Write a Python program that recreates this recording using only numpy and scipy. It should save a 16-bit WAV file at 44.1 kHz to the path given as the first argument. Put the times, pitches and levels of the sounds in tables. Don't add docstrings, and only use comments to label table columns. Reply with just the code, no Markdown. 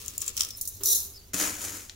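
import sys
import numpy as np
from scipy import signal
from scipy.fft import rfft, irfft
from scipy.io import wavfile

SR = 44100
rng = np.random.default_rng(int(sys.argv[2]) if len(sys.argv) > 2 else 0)


def put_to_file(sound):
    columns = np.atleast_2d(sound).T
    safe = np.clip(columns, -1, 1)
    whole_steps = np.round(safe * 32767)
    wavfile.write(sys.argv[1], SR, whole_steps.astype(np.int16))


N = 85995
T = np.arange(N) / SR


def amp(db):
    return 10 ** (np.asarray(db) / 20)


def unit(x):
    return x / np.sqrt(np.mean(x ** 2) + 1e-20)


def read(points, hz):
    f, value = np.transpose(points)
    return np.interp(np.log(hz + 1), np.log(f + 1), value)


def level(points):
    s, db = np.transpose(points)
    inside = np.minimum(T - s[0], s[-1] - T)
    return amp(np.interp(T, s, db)) * np.clip(inside * SR / 200 + 1, 0, 1)


def pushes(table):
    power = 0
    for s, db, rise, fall in table:
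        log_shape = np.where(T < s, -.5 * ((T - s) / rise) ** 2, (s - T) / fall)
        power = power + (amp(db) * np.exp(log_shape)) ** 2
    return np.sqrt(power)


def wander(rate_hz):
    hz = np.fft.rfftfreq(N, 1 / SR)
    slow = rfft(rng.standard_normal(N)) * np.exp(-(hz / rate_hz) ** 2)
    return unit(irfft(slow, N))


def add(mix, s, sound):
    part = mix[:, max(round(s * SR), 0):][:, :sound.shape[1]]
    part += sound[:, :part.shape[1]]


def through(x, response):
    return signal.fftconvolve(np.atleast_2d(x), np.atleast_2d(response), axes=1)[:, :N]


def above(x, hz, order):
    return signal.sosfilt(signal.butter(order, min(hz, SR / 3), "high", fs=SR, output="sos"), x)


def colour(x, db_at, size=4096):
    log_gain = np.log(amp(db_at(abs(np.fft.fftfreq(size, 1 / SR)))))
    spectrum = np.exp(np.conj(signal.hilbert(log_gain)))
    h = np.fft.ifft(spectrum).real[:size // 2]
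    return through(x, h / np.linalg.norm(h))


def resonate(x, hz, width):
    turn = np.exp(2j * np.pi * np.cumsum(hz) / SR)
    r = np.exp(-np.pi * width / SR)
    return 2 * (turn * signal.lfilter([1 - r], [1, -r], x / turn + 1e-18)).real


def placed(x, image):
    hz, rows = np.fft.rfftfreq(N, 1 / SR), np.array(image)
    half_balance = read(rows[:, :2], hz) / 2
    width = amp(read(rows[:, ::2], hz))
    left, right = rfft(x)
    mid, side = (left + right) / 2, width * (left - right) / 2
    return irfft(np.array([mid + side, mid - side]) * amp([half_balance, -half_balance]), N)


def blend(a, b, alike):
    return np.array([a, alike * a + np.sqrt(1 - alike * alike) * b])


def pair(alike, size):
    a, b = rng.standard_normal((size, 2)).T
    return blend(a, b, alike)


def burst(db, length, alike=0.77, size=4000):
    fade = np.exp(-T[:size] / length)
    x = np.tanh(2 * pair(alike, size)) * fade
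    return amp(db) * unit(x) * np.sqrt(np.mean(fade ** 2))


def grains(per_s, spread_db, alike):
    struck = rng.random(N) < per_s / SR
    sizes = amp(spread_db * np.minimum(rng.exponential(1, N), 4)) * struck
    return unit(sizes * np.tanh(pair(alike, N)))


def ring(x, decay_s, direct, size=3000):
    tail = rng.standard_normal((2, size)) * np.exp(-T[:size] / decay_s)
    ringing = through(x, tail / np.linalg.norm(tail[0]))
    return np.sqrt(direct) * x + np.sqrt(1 - direct) * ringing


def modes(table, size=12000):
    t = T[:size]
    h = np.zeros(size)
    for hz, decay, db in table:
        h += amp(db) * np.sin(2 * np.pi * hz * t) * np.exp(-t / decay) / np.sqrt(decay)
    return h / np.linalg.norm(h)


def drone(table):
    out = np.zeros(N)
    for hz, width, db in table:
        strength = amp(db) * (1 + 0.75 * wander(width))
        out += strength * np.sin(2 * np.pi * hz * T + wander(width))
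    return unit(out)


# (frequency [Hz], time [s])
KITCHEN_DECAY = [(200, 0.29), (2000, 0.25), (7000, 0.14), (16000, 0.15)]


def room(x, wet_db, size=20000):
    hz, t, z = signal.stft(rng.standard_normal((2, size)), SR, nperseg=256)
    decay = amp(-60 * t / read(KITCHEN_DECAY, hz)[:, None])
    tail = signal.istft(z * decay, SR, nperseg=256)[1]
    tail *= np.minimum(T[:tail.shape[1]] / 0.00057, 1)
    return x + amp(wet_db) * through(x, tail / np.linalg.norm(tail[0]))


# (frequency [Hz], level [dB])
FLOOR_COLOUR = [(20, 1), (35, -1), (50, -22), (62, 0), (78, 0.5), (98, 5), (125, -9.5), (200, -7),
                (380, -11.5), (600, -18.5), (1200, -24), (3000, -22.5), (7000, -22.5), (16000, -90)]
# (frequency [Hz], likeness [0 to 1])
FLOOR_LIKENESS = [(60, 1), (300, 0.62), (700, 0.54), (1400, 0.073), (3000, 0.15), (15000, 0.093)]
FLOOR_DB = -54.5


def floor():
    hz = np.fft.rfftfreq(N, 1 / SR)
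    a, b = rfft(rng.standard_normal((2, N)))
    spectrum = blend(a, b, read(FLOOR_LIKENESS, hz)) * amp(read(FLOOR_COLOUR, hz))
    return amp(FLOOR_DB) * unit(irfft(spectrum, N))


# (frequency [Hz], level [dB])
HUM_TONES = [(49.5, -61), (76, -60.5), (98, -60.5)]
HUM_WAVER_HZ = 18


def hum():
    out = np.zeros(N)
    for hz, db in HUM_TONES:
        tone = np.sin(2 * np.pi * (hz * T + rng.random()))
        out += amp(db) * unit((1 + .5 * wander(HUM_WAVER_HZ)) * tone)
    return out


# (time [s], length [s], start [Hz], end [Hz], level [dB])
SQUEAK_GLIDES = [(.511, 0.065, 5200, 5290, -49), (1.129, 0.055, 5120, 5200, -52.5),
                 (1.147, 0.067, 4760, 4540, -55.5), (1.185, 0.091, 4600, 4710, -64)]
SQUEAK_FUZZ_HZ = 130


def squeaks():
    out = np.zeros((2, N))
    fuzz_filter = signal.butter(2, SQUEAK_FUZZ_HZ, fs=SR, output="sos")
    for s, length, start_hz, end_hz, db in SQUEAK_GLIDES:
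        u = np.arange(0, 1, 1 / (length * SR))
        fuzz = signal.sosfilt(fuzz_filter, pair(0.65, size=8000))[:, :len(u)]
        tone = np.sin(2 * np.pi * np.cumsum(start_hz + (end_hz - start_hz) * u) / SR)
        add(out, s, amp(db) * unit(fuzz * tone * np.sin(np.pi * u)))
    return out


# (time [s], level [dB], decay [s])
CRYSTAL_SNAPS = [(0.0606, -32, .002), (0.0815, -18, 0.00039), (.1799, -18.5, 0.00083),
                 (0.2055, -30, 0.0011), (0.2144, -30, .002), (0.218, -24.5, 0.0028), (.243, -34, .001),
                 (.2597, -39, .001), (.264, -30, 0.0012), (0.279, -26, 0.0037), (0.292, -34, .002),
                 (.368, -21, 0.00083), (0.3734, -29, 0.0014), (.3766, -21, 0.0012), (0.379, -27, 0.0018),
                 (0.394, -30, 0.0016), (0.398, -29, 0.00068), (0.4072, -12, 0.0005), (0.4085, -17, 0.0012),
                 (0.4183, -24, .0022), (0.4335, -26.5, 0.0017), (0.449, -26, 0.00093),
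                 (0.488, -33.5, 0.0016), (0.506, -36, 0.0049)]
# (time [s], low edge [Hz])
SNAP_LOW_EDGE = [(.18, 7400), (.28, 4240), (.405, 3070)]
# (time [s], frequency [Hz])
SPOON_SINKING = [(.28, 7150), (.375, 5530)]
# (time [s], level [dB], rise [s], fall [s])
SPOON_PUSHES = [(.015, -48, 0.061, 0.25), (.228, -42.5, 0.012, 0.017), (.29, -43.5, 0.026, 0.023),
                (.41, -41.5, 0.034, 0.073)]
# (frequency [Hz], level [dB])
SCOOPED_COLOUR = [(100, -13.5), (430, -6), (800, -20), (1150, -3.5), (1500, -13), (2100, -9.5), (2800, -6),
                  (4400, -5), (5500, -1.5), (7100, 0.5), (8500, -5.5), (10000, -3.5), (12000, -7),
                  (14000, -6), (16000, -3)]
# (frequency [Hz], left minus right [dB], width [dB])
SCOOP_IMAGE = [(101, -4, -23), (1230, 2, 3), (4000, 2, 1.5), (7050, 2, 0), (11300, 1.5, 3),
               (15000, -1.5, 4.5)]


def scoop():
    def jar_colour(hz):
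        return read(SCOOPED_COLOUR, hz)

    snaps = np.zeros((2, N))
    for s, db, length in CRYSTAL_SNAPS:
        low_hz = np.interp(s, *np.transpose(SNAP_LOW_EDGE))
        add(snaps, s, above(burst(db, length, alike=0.87), low_hz, order=2))
    snaps = colour(ring(snaps, decay_s=0.003, direct=0.71), jar_colour)
    spoon_hz = np.interp(T, *np.transpose(SPOON_SINKING))
    snaps = snaps + amp(5.5) * resonate(snaps, spoon_hz, width=700)
    rubbing = grains(per_s=2500, spread_db=2.5, alike=0.54) * pushes(SPOON_PUSHES)
    grind = colour(rubbing, jar_colour)
    return placed(room(amp(2.5) * snaps, wet_db=-8.5) + room(amp(5.0) * grind, wet_db=-4.0), SCOOP_IMAGE)


# (time [s], level [dB], rise [s], fall [s])
DIG_STROKES = [(1.343, -26.5, 0.0042, 0.019), (1.378, -30, .01, 0.069), (1.4, -30.5, 0.0024, 0.031),
               (1.418, -27.5, 0.0081, 0.092), (1.655, -35, 0.046, 0.09), (1.765, -39, 0.029, 0.066)]
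# (time [s], level [dB])
LUMP_CRACKS = [(1.335, -28), (1.3437, -20.5), (1.4123, -18.5), (1.426, -37)]
CRACK_DECAY_S = 0.001
# (frequency [Hz], level [dB])
CRUNCH_COLOUR = [(100, -26), (300, 0), (780, -10.5), (1200, -5), (4600, -4.5), (6900, 5), (8800, -3.5),
                 (10000, 0), (12300, -6), (13700, -3), (16000, -6)]
# (frequency [Hz], decay [s], level [dB])
SPOON_MODES = [(6660, 0.0054, 8), (6900, .003, 7), (6960, 0.0033, 29)]
SPOON_DB = -25
# (time [s], level [dB])
DEEP_GRIND = [(1.337, -44), (1.39, -43), (1.415, -36), (1.502, -42), (1.52, -48.5), (1.78, -52.5),
              (1.85, -72)]
# (frequency [Hz], level [dB])
DEEP_COLOUR = [(80, -26), (170, 2.5), (750, -2), (1900, 1), (6000, -17)]
# (frequency [Hz], width [Hz], level [dB])
HOLLOW_MODES = [(201.8, 20, -7.5), (305, 25, 0.5), (400, 22, -10), (593, 33, -6)]
HOLLOW_DB = -5
# (frequency [Hz], decay [s], level [dB])
JAR_MODES = [(185.6, 0.033, 4), (283, 0.02, 4)]
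BUMP_S, BUMP_DB = 1.341, -28.5
# (frequency [Hz], level [dB])
TAP_SPECTRUM = [(300, -38), (1200, -3.5), (2000, -0.5), (4000, 1.5), (6300, 2.5), (8500, -11), (16000, -23)]
TAP_S, TAP_DB, TAP_DECAY_S = 1.8962, -31, 0.0021
# (frequency [Hz], left minus right [dB], width [dB])
DIG_IMAGE = [(102, -2.5, -19), (308, 2, -6), (600, 4, 1), (1160, 4, 5.5), (2280, 3.5, 1.5),
             (4200, 0.5, -2.5), (7700, 6, 2.5), (9600, -0.5, -8), (15000, 0.5, 6.5)]


def dig():
    slip = unit(amp(2 * wander(rate_hz=250)))
    crunch = grains(per_s=13000, spread_db=0.0, alike=0.78) * pushes(DIG_STROKES) * slip
    for s, db in LUMP_CRACKS:
        add(crunch, s, burst(db, CRACK_DECAY_S))
    sound = amp(0.33) * colour(crunch, lambda hz: read(CRUNCH_COLOUR, hz))
    sound += amp(SPOON_DB) * through(crunch, modes(SPOON_MODES))
    grind = grains(per_s=2500, spread_db=2.5, alike=0.72) * level(DEEP_GRIND) * slip
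    sound += colour(grind, lambda hz: read(DEEP_COLOUR, hz))

    hollow = np.zeros((2, N)) + amp(HOLLOW_DB) * level(DEEP_GRIND) * drone(HOLLOW_MODES)
    knock = modes(JAR_MODES)
    add(hollow, BUMP_S, amp(BUMP_DB) * np.array([knock, knock]) / abs(knock).max())

    tap = np.zeros((2, N))
    add(tap, TAP_S, burst(TAP_DB, TAP_DECAY_S))
    sound = sound + colour(tap, lambda hz: read(TAP_SPECTRUM, hz))
    return placed(room(sound, wet_db=-6.5) + hollow, DIG_IMAGE)


# (frequency [Hz], level [dB])
PAN_BETWEEN = [(80, -29), (400, -22.5), (1200, -28.5), (2000, -32), (3400, -24), (3650, -8), (8000, -13.5),
               (16000, -18)]
# (frequency [Hz], width [Hz], level [dB])
PAN_CLUSTERS = [(3990, 230, -5), (5240, 250, -6), (5870, 120, 2), (6500, 190, 1), (7220, 300, -1.5),
                (8340, 58, -2.5), (9540, 190, -1), (10440, 170, .5), (11350, 220, 1), (13150, 190, 2.5),
                (13400, 84, 4), (14750, 370, 1), (15800, 180, -5)]


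def pan_db(hz):
    power = amp(read(PAN_BETWEEN, hz)) ** 2
    for f, width, db in PAN_CLUSTERS:
        power = power + amp(db) ** 2 * np.exp(-.5 * ((hz - f) / width) ** 2)
    return 10 * np.log10(power)


# (time [s], level [dB], low edge of the ring [Hz])
STRAY_DROPS = [(.573, -30, 9900), (.612, -19.5, 6000), (0.6534, -29, 4800), (0.6752, -20.5, 6600),
               (0.682, -33, 6940), (0.8349, -19, 4730), (0.8574, -13.5, 5360), (.9655, -38, 8000),
               (1.041, -38, 3940)]


def strays():
    out = np.zeros((2, N))
    for s, db, low_hz in STRAY_DROPS:
        tick = burst(db, .002, alike=0.31)
        after = burst(db - 5, 0.016, alike=0.19)
        add(out, s, above(tick + after, low_hz, order=4))
    steel = colour(out, lambda hz: .5 * pan_db(hz))
    return room(amp(-1.0) * steel, wet_db=-25)


# (time [s], level [dB])
POUR_FLOW = [(.56, -51.5), (.83, -51), (.838, -39), (.851, -31.5), (.858, -27), (.945, -23.5), (1.0, -35.5),
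             (1.091, -48), (1.19, -58.5), (1.32, -65)]
# (time [s], change of flow [dB], level of the pan's main mode [dB])
POUR_CLUMPS = [(0.858, -5.5, -27), (.891, -2, -22.5), (.906, 1.5, -26), (.921, 0.5, -23.5), (.943, -2, -36)]
CLUMP_WIDTH_S = 0.0034
PAN_RING_S, PAN_DIRECT = 0.0096, 0.2
MAIN_HZ, MAIN_RISE_S, MAIN_FALL_S = 5820, 0.005, 0.0066
# (time [s], level [dB])
SLIDE_LEVEL = [(.795, -72), (.81, -40.5), (.87, -46), (.97, -48.5), (1.1, -57), (1.3, -63.5)]
# (frequency [Hz], level [dB])
SLIDE_SPECTRUM = [(100, -22), (420, 2), (1200, 5.5), (2000, -3), (3000, 2), (9000, -6), (16000, 8.5)]
# (frequency [Hz], width [Hz], level [dB])
PAN_LOW_MODES = [(298, 7.7, -4.5), (397.4, 20, 4)]
PAN_LOW_DB = -8
# (frequency [Hz], left minus right [dB], width [dB])
POUR_IMAGE = [(100, 0.38, -23), (1010, -0.096, 0.5), (4500, 0.6, -8), (7900, 0.89, 4.5), (15000, -1.4, -1)]


def pour(count=5):
    clump_db = sum(db * np.exp(-.5 * ((T - s) / CLUMP_WIDTH_S) ** 2) for s, db, _ in POUR_CLUMPS)
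    flow = level(POUR_FLOW) * amp(clump_db)
    hail = np.zeros((2, N))
    for _ in range(count):
        stream = grains(per_s=320, spread_db=3.0, alike=0.78)
        hail += ring(stream, PAN_RING_S, PAN_DIRECT)
    hail = amp(2.0) * colour(unit(hail) * flow, pan_db)

    blows = pushes([(s, db, MAIN_RISE_S, MAIN_FALL_S) for s, _, db in POUR_CLUMPS])
    main = blows * np.sin(2 * np.pi * MAIN_HZ * T + .9 * wander(rate_hz=140))
    sliding = grains(per_s=5100, spread_db=3.0, alike=0.34) * level(SLIDE_LEVEL)
    slide = colour(sliding, lambda hz: read(SLIDE_SPECTRUM, hz))
    low = amp(PAN_LOW_DB) * level(SLIDE_LEVEL) * drone(PAN_LOW_MODES)
    return room(placed(hail + slide, POUR_IMAGE), wet_db=-6.0) + main + low


def scene():
    return floor() + hum() + squeaks() + scoop() + dig() + strays() + pour()


EDGE_HZ = 15850


def record(dry):
    low_pass = signal.firwin(511, EDGE_HZ, window=("kaiser", 9), fs=SR)
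    return signal.oaconvolve(dry, low_pass[None], "same")


dry = scene()
out = record(dry)
put_to_file(out)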